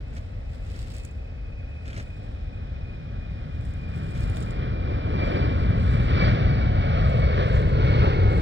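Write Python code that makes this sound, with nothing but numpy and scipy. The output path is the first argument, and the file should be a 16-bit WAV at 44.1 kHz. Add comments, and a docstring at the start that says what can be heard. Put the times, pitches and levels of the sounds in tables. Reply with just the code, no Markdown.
"""A jet airliner flies low over a quiet shore: bands of shaped noise build its exhaust rumble and roar in gusts
and comb with a ground echo, while a wavering blade tone, the fan whine, sinks in pitch as the jet passes.
Bands of noise that follow the blade tone make the intake's rush. In front, wavelets slap, fizz and tick on
the stones: noise bursts, showers of tiny bubbles, ringing air pockets and drops.
A distant city rumbles below as wide, dark noise. A phone with two spaced ports hears it all."""
import sys
import numpy as np
from scipy import signal
from scipy.fft import rfft, irfft, next_fast_len
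from scipy.io import wavfile
from scipy.ndimage import map_coordinates

SR = 44100
rng = np.random.default_rng(int(sys.argv[2]) if len(sys.argv) > 2 else 0)


def materialize(psi):
    """Save the field psi as 16-bit PCM at rate SR to the path in sys.argv[1].

    A 1-D psi becomes a single channel; in a 2-D psi each row is a channel.
    """
    bounded = np.clip(np.atleast_2d(psi).T, -1, 1)
    quanta = np.round(bounded * 32767).astype(np.int16)
    wavfile.write(sys.argv[1], SR, quanta)


N = 370881
TIME = np.arange(N) / SR  # s
SIZE = next_fast_len(N + 4096, real=True)  # filter length with spare room at the end
FREQ = np.maximum(np.arange(SIZE // 2 + 1) * SR / SIZE, 1)  # Hz

# the jet's pass before gusts and swells; noise levels are relative to its spectrum:
# [t/s, rumble level/dB, roar level/dB, hiss level/dB, fan whine level/dB]
JET_PASS = [(0, -23.5, -19, -26, -64), (1.2, -24, -18, -27.5, -63), (1.7, -24.5, -17.5, -24.5, -54),
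            (2.9, -13.5, -15, -21.5, -58.5), (3.7, -11, -16.5, -18, -58.5), (4.2, -5.5, -7.5, -12.5, -53.5),
            (4.75, -6.5, -5, -10.5, -51), (5.3, -1.5, 2, -7, -49.5), (5.85, 1, -2, -5, -48),
            (6.45, 2, 1.5, -2.5, -46), (6.95, -2, 1.6, -3, -46.5), (7.5, 1.2, 2.5, -3, -48),
            (8.41, 1.5, 4, -3.5, -44.5)]
# spectrum of the jet noise: [f/Hz, density/dB per Hz]
JET_SPECTRUM = [(22, -57), (36, -43.5), (70, -39), (125, -41), (210, -50), (350, -57), (520, -57.5),
                (780, -62.5), (1000, -62.5), (1350, -62), (2000, -67.5), (2900, -71.5), (4500, -80.5),
                (5600, -90.5), (7000, -110), (10000, -129), (16000, -135)]
# gusts of turbulent air that focus the sound on the shore or bend it away, before each part takes its share:
# [t/s at the crest, half-width/s to 1/e, lift/dB]
GUSTS = [(4.58, 0.11, 1.5), (5.08, 0.056, -2.5), (5.36, 0.2, 5.5), (6.25, 0.14, 8.5), (7.0, 0.1, 2),
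         (7.41, 0.06, 4), (7.99, 0.18, 6.5)]
# share of a gust's lift taken by each part of the jet noise: {part: share, no unit}
GUST_SHARE = {"rumble": 0.16, "roar": 0.49, "hiss": 0.92}
# jet sound scattered by eddies, arriving from all round: [f/Hz, level/dB relative to the direct sound]
SCATTER_COLOUR = [(100, -15), (950, -19), (2000, -11), (2800, -13), (4000, -8), (7000, 0)]
# ground echo of the jet: [t/s, lag/ms, strength/0-1]
GROUND_ECHO = [(0, 1.57, 0.25), (4.0, 1.15, 0.2), (5.2, 1.8, 0.04), (6.25, 1.64, 0.22), (6.65, 1.23, 0.31),
               (7.05, 1.585, 0.7), (8.41, 2.37, 0.39)]
# lag of the left port behind the right for the jet: [t/s, lag/ms]
JET_PORT_LAG = [(0, .555), (4.5, .54), (7.1, .522), (8.41, .495)]
# the fan whine swells and fades on its own: [t/s at the crest, half-width/s to 1/e, lift/dB]
FAN_SWELLS = [(1.05, 0.11, 5), (2.35, 0.13, -3.5), (2.9, 0.067, 6), (3.3, 0.092, 4.5), (3.88, 0.1, 6),
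              (5.21, 0.048, 8), (5.36, 0.15, 7.5), (6.22, 0.089, 14), (6.5, 0.13, 4), (7.26, 0.11, 6),
              (7.94, 0.082, 8)]
# rushing bands of the engine intake, before its approach level: [multiple of blade tone, half-width/Hz, level/dB]
INTAKE_BANDS = [(1.45, 548, -69), (2.16, 200, -78.5)]
# the intake beams forward, so it is heard on the approach: [t/s, level/dB]
INTAKE_LEVEL = [(0, -8), (1.7, -17), (2.2, 3), (4.0, 1.5), (5.3, 7.5), (6.5, -9)]
# wavelets running over the stones: [t/s at the crest, level/dB, build-up time constant/s]
WAVES = [(.17, -3, 0.06), (.26, -11, 0.12), (.555, 0, 0.018), (.81, 1.5, 0.18), (.99, 1.5, 0.1),
         (1.98, -1, 0.08), (2.19, -12.5, 0.38), (3.67, -6, 0.12), (3.98, -6, 0.048), (4.22, 2.5, 0.18),
         (4.41, 4.5, 0.071), (4.51, 4, 0.0095), (5.31, -7.5, 0.14), (5.6, -12, .2), (5.91, -3, 0.14),
         (6.06, -4.5, 0.089), (7.12, -7.5, 0.13), (7.58, -2.5, 0.12), (7.95, -12, 0.22), (8.39, 1, 0.076)]
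# spectrum of the foam's fizz, before the wash and the mix of its layers: [f/Hz, density/dB per Hz]
FIZZ_SPECTRUM = [(800, -92), (1600, -94), (3200, -89.5), (5200, -91), (6600, -103), (7300, -92),
                 (9300, -99), (11000, -108), (15000, -108)]
# wavelets slapping the bank: [t/s, level/dB relative to the slap spectrum, decay time constant/s]
SLAPS = [(.128, -5, 0.0077), (0.165, 5.5, 0.0085), (0.176, -3.5, 0.013), (.66, -9.5, 0.08),
         (.74, -7, 0.074), (.82, -10, 0.06), (.935, -4.5, 0.035), (1.852, -2, 0.031), (1.877, -1, 0.014),
         (1.899, 0, 0.014), (1.929, 3, 0.0068), (1.941, -2, 0.017), (1.962, 3.5, 0.013), (1.974, 4, 0.017),
         (1.997, 5, 0.01), (1.048, 6.5, 0.003), (4.149, -2.5, 0.061), (4.367, -1, 0.0084),
         (7.55, -1, 0.031)]
# spectrum of a slap's body: [f/Hz, density/dB per Hz]
SLAP_SPECTRUM = [(250, -63.5), (400, -74), (550, -69), (900, -87), (1700, -72), (3200, -84.5),
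                 (5000, -85.5), (6600, -90.5), (8000, -91.5), (11000, -110), (15000, -113)]
# air pockets that the slaps trap and set ringing: [t/s, starting f/Hz, starting level/dB]
AIR_POCKETS = [(.165, 3030, -52), (.166, 520, -49), (.741, 3100, -49), (1.879, 3400, -47),
               (1.930, 3150, -42), (1.965, 2100, -44), (2.002, 1630, -39), (4.370, 3460, -37)]
# single drops on the stones, before the common drop gain and colour: [t/s, level/dB]
DROPS = [(0.1685, -52), (.9388, -45), (.950, -48), (0.9667, -43), (0.9832, -43), (1.0361, -49),
         (1.0491, -40), (1.0514, -43), (1.1113, -55), (1.8796, -50), (1.9753, -47), (3.652, -54),
         (3.656, -52), (3.7379, -53), (3.9604, -54), (4.1111, -48.5), (4.208, -46), (4.2994, -47),
         (4.3599, -49), (4.371, -49), (4.4054, -46), (4.4266, -44), (4.507, -57), (4.5115, -54),
         (6.0343, -55), (7.097, -52), (7.1933, -53), (7.571, -55), (8.048, -57)]
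# colour of a drop: [f/Hz, gain/dB]
DROP_COLOUR = [(1500, -23), (4000, -5), (6500, 4), (7500, 2.5), (9500, -1), (11000, -5), (15000, -8.5)]
# distant city across the water: [f/Hz, density/dB per Hz]
CITY_SPECTRUM = [(22, -60), (40, -48), (90, -50.5), (170, -70), (250, -70), (360, -83.5), (520, -75),
                 (780, -81.5), (1050, -94), (1400, -93), (2000, -87.5), (2750, -96.5), (3400, -96.5),
                 (5400, -101), (7000, -113), (11000, -125), (15000, -129)]
# the two ports colour the sound differently: [f/Hz, left minus right/dB]
PORT_COLOUR = [(60, 1.0), (1000, .6), (2150, 1.3), (3200, -3.5), (3900, -2.8), (5200, -4.5), (7300, -8),
               (9300, -9.5), (10400, -5), (11300, 7), (13000, 0)]

FAN_HZ = 2274  # centre of the blade tone as heard when the jet is nearest
SPEED_M_S, NEAREST_M, NEAREST_S = 48, 269, 6.6  # flight path: speed, nearest distance and its moment
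SOUND_M_S = 343
DRAIN_SHARE = 0.83  # a wavelet drains in this share of its build-up time
CALM_DB = -22.5  # the wash between wavelets
TOP_HZ = 15800  # the phone's upper limit


def exhaust(rumble_hz=260, hiss_hz=850, flutter_db=0.96, shimmer_db=0.3, ground_hz=1150):
    """Jet mixing noise in three ranges, unsteady in turbulent air; the moving ground echo combs it."""
    low = 1 / (1 + (FREQ / rumble_hz) ** 6)
    under_hiss = 1 / (1 + (FREQ / hiss_hz) ** 6)
    power_shares = {"rumble": low, "roar": np.abs(under_hiss - low), "hiss": 1 - under_hiss}
    flutter = walk(4.9)
    around = shape(diffuse(JET_SPECTRUM), gains(SCATTER_COLOUR))
    direct, scattered = 0, 0
    for k, (part, share) in enumerate(power_shares.items()):
        level_db = heard_db(part)
        band = shape(colour(white(), JET_SPECTRUM), np.sqrt(share))
        # eddies bend short waves most: no flutter in the rumble, half in the roar, all in the hiss
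        unsteady_db = flutter_db * flutter * k / 2 + shimmer_db * walk(17)
        direct = direct + band * undb(level_db + unsteady_db)
        scattered = scattered + shape(around, np.sqrt(share)) * undb(level_db)
    # grass and stones return mainly the longer waves
    returned = shape(direct, 1 / (1 + (FREQ / ground_hz) ** 4))
    echo = delay(returned, curve(GROUND_ECHO)) * curve(GROUND_ECHO, axis=2)
    return arrive(direct + echo, curve(JET_PORT_LAG)) + scattered


def heard_db(part):
    """Level of one part of the jet noise: the approach, lifted or dipped by its share of each gust."""
    column = 1 + list(GUST_SHARE).index(part)
    return curve(JET_PASS, axis=column) + GUST_SHARE[part] * lift_db(GUSTS)


def lift_db(swells):
    """Bell-shaped swells and dips of level, added up in dB."""
    return sum(db * np.exp(-((TIME - s) / width) ** 2) for s, width, db in swells)


def fan(waver_hz=3, fade=0.34, skirt=0.47, skirt_hz=55, octave_db=-11.0, stray=0.11):
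    """The blade tone wavers and fades along its path; it has a noisy skirt and a smeared octave."""
    phase = 2 * np.pi * np.cumsum(fan_pitch() + waver_hz * walk(6)) / SR
    fading = 1 + fade * (walk(17) + 1j * walk(12))
    # a longer path through the eddies scatters more of the tone into its skirt
    path = np.hypot(SPEED_M_S * (TIME - NEAREST_S), NEAREST_M) / NEAREST_M
    haze = skirt * path ** 2 * (walk(skirt_hz) + 1j * walk(skirt_hz))
    # the air absorbs the octave until the jet is near
    octave_gain = undb(octave_db + np.minimum(heard_db("hiss"), 0) / 2)
    octave = octave_gain * (walk(170) + 1j * walk(170))
    tone = np.real((fading + haze) * np.exp(1j * phase) + octave * np.exp(2j * phase))
    whine = arrive(tone, curve(JET_PORT_LAG)) + stray * rush(0.93, skirt_hz)
    return whine * undb(curve(JET_PASS, axis=4) + lift_db(FAN_SWELLS))


def fan_pitch():
    """Doppler shift: the blade tone (Hz) is high while the jet approaches and sinks as it passes."""
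    along_m = SPEED_M_S * (TIME - NEAREST_S)
    receding_m_s = SPEED_M_S * along_m / np.hypot(along_m, NEAREST_M)
    return FAN_HZ / (1 + receding_m_s / SOUND_M_S)


def intake():
    """Air rushing through the blades sings in noise bands at multiples of the blade tone."""
    bands = sum(undb(db) * rush(multiple, width) for multiple, width, db in INTAKE_BANDS)
    return bands * undb(curve(INTAKE_LEVEL))


def rush(multiple, width_hz):
    """A band of noise that follows a multiple of the blade tone, unrelated at the two ports."""
    carrier = np.exp(2j * np.pi * multiple * np.cumsum(fan_pitch()) / SR)
    return np.array([np.real((walk(width_hz) + 1j * walk(width_hz)) * carrier) for _ in range(2)])


def wavelets(slap_lag_ms=0.3, foam_lag_ms=.12, wide=0.81, near=0.56, pops=0.35):
    """Small waves slap the bank, fizz along the stones and shed drops."""
    wash = surge() * undb(1.5 * walk(30) + 1.6 * walk(220))
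    # fine foam close by, with sparser bubbles popping in it
    bubbles = near * spatter(2000, 4.1) + pops * spatter(55, 3.0)
    foam = colour(bubbles * wash, FIZZ_SPECTRUM)
    wide_bubbles = np.array([spatter(4000, 3.2) for _ in range(2)])
    foam_wide = colour(wide_bubbles * wash, FIZZ_SPECTRUM)
    bank = arrive(slaps() + pockets(), slap_lag_ms)
    return bank + arrive(foam + drops(), foam_lag_ms) + wide * foam_wide


def surge():
    """Strength of the wash: each wavelet builds to its crest and drains away; their powers add."""
    power = undb(CALM_DB) ** 2
    for s, db, build_s in WAVES:
        from_crest = np.maximum(s - TIME, (TIME - s) / DRAIN_SHARE)
        power = power + (undb(db) * np.exp(-from_crest / build_s)) ** 2
    return np.sqrt(power)


def spatter(rate, spread_db):
    """Tiny bubbles bursting, about rate a second, mostly faint and a few strong; unit power."""
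    sizes = undb(spread_db * np.minimum(rng.exponential(size=N), 5))
    x = (rng.random(N) < rate / SR) * sizes * np.sign(white())
    return x / x.std()


def slaps(rise_s=0.0017):
    """Water striking the bank: dense spatter that rises sharply and dies away with each blow."""
    blows = np.zeros(N)
    for s, db, decay_s in SLAPS:
        age = TIME[TIME > s] - s
        blows[TIME > s] += undb(db) * (1 - np.exp(-age / rise_s)) * np.exp(-age / decay_s)
    return colour(spatter(9000, 1.5) * blows, SLAP_SPECTRUM)


def pockets(cycles=9, rise=0.028):
    """Each trapped air pocket rings with a decay of a few cycles, rising a little in pitch."""
    out = np.zeros(N)
    for s, hz, db in AIR_POCKETS:
        ringing = slice(*np.searchsorted(TIME, [s, s + 5 * cycles / hz]))
        turns = (TIME[ringing] - s) * hz
        tone = np.sin(2 * np.pi * turns * (1 + rise * turns / cycles))
        out[ringing] += undb(db) * np.exp(-turns / cycles) * tone
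    return out


def drops(drop_db=5.5, ring_s=0.0012, scatter_s=0.016, droplet_db=-13,
          ping_hz=7800, ping=0.51, click=0.63, count=2):
    """Each drop ticks on a stone, pings at a pitch of its own and throws a few weaker droplets."""
    ticks, noise = np.zeros(N), white()
    for (s, db), chance in zip(DROPS, rng.random((len(DROPS), count + 1))):
        hz = ping_hz * 2 ** ((chance[0] - .5) / 2)  # within a quarter octave either way
        # later droplets are weaker
        droplets = [(s + scatter_s * c, droplet_db * (.5 + c)) for c in chance[1:]]
        for start, size_db in [(s, 0)] + droplets:
            ringing = slice(*np.searchsorted(TIME, [start, start + 10 * ring_s]))
            age = TIME[ringing] - start
            strike = click * noise[ringing] + ping * np.sin(2 * np.pi * hz * age)
            ticks[ringing] += undb(db + drop_db + size_db) * np.exp(-age / ring_s) * strike
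    return shape(ticks, gains(DROP_COLOUR))


def city(swell_db=0.74):
    """Far traffic and airfield rumble: noise from all round, gently swelling."""
    return diffuse(CITY_SPECTRUM) * undb(swell_db * walk(3.7))


def diffuse(spectrum, spacing_ms=0.95):
    """Noise from all round: most alike at both ports for long waves."""
    alike = np.sinc(2 * FREQ * spacing_ms / 1000)
    mid = shape(white(), np.sqrt((1 + alike) / 2))
    side = shape(white(), np.sqrt((1 - alike) / 2))
    return colour(np.array([mid + side, mid - side]), spectrum)


def arrive(x, lag_ms):
    """Sound from the right reaches the left port later; returns left and right."""
    return np.array([delay(x, lag_ms), x])


def delay(x, ms):
    """Delay by a steady or moving time."""
    return map_coordinates(x, [np.arange(N) - ms * SR / 1000], order=3, mode="mirror")


def white():
    """White noise of unit power."""
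    return rng.standard_normal(N)


def walk(rate):
    """Smooth random drift of unit spread that changes about rate times a second."""
    x = shape(white(), 1 / (1 + (FREQ / rate) ** 4))
    return x / x.std()


def colour(x, spectrum):
    """Give a white signal of unit power a spectrum in dB per Hz, shared between two ports."""
    return shape(x, gains(spectrum) * np.sqrt(SR) / 2)


def shape(x, response):
    """Filter by a frequency response."""
    return irfft(rfft(x, SIZE) * response, SIZE)[..., :N]


def gains(points):
    """(Hz, dB) points as a gain at every frequency."""
    hz, db = np.transpose(points)
    return undb(np.interp(np.log(FREQ), np.log(hz), db))


def curve(table, axis=1):
    """One column of a timed table at every sample."""
    rows = np.array(table)
    return np.interp(TIME, rows[:, 0], rows[:, axis])


def undb(db):
    """Decibels to gain."""
    return 10 ** (np.asarray(db) / 20)


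def scene():
    """The jet above, the water in front, the city beyond."""
    return exhaust() + fan() + intake() + wavelets() + city()


def record(dry, low_cut_hz=22, vent_hz=11, body_hz=2650, body_width_hz=900, body_turn=0.24):
    """Each port adds its colour; the phone cuts the deepest bass and the top."""
    tilt = np.sqrt(gains(PORT_COLOUR))
    # the right capsule leaks more bass, which turns its phase
    vent = FREQ / (FREQ - 1j * vent_hz)
    # waves about as long as the phone bend round its body and reach the left port later still (radians)
    turn = body_turn * np.exp(-((FREQ - body_hz) / body_width_hz) ** 2)
    body = np.exp(-1j * turn)
    # the tilt leaves the summed power of both ports unchanged
    ports = np.array([tilt * body, vent / tilt]) / np.sqrt((tilt ** 2 + tilt ** -2) / 2)
    heard = shape(dry, ports / np.sqrt(1 + (low_cut_hz / FREQ) ** 8))
    fade_in = np.minimum(TIME / .008, 1) ** 2
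    top_cut = signal.ellip(10, .2, 80, TOP_HZ, fs=SR, output="sos")
    return signal.sosfilt(top_cut, heard * fade_in)


dry = scene()
out = record(dry)
materialize(out)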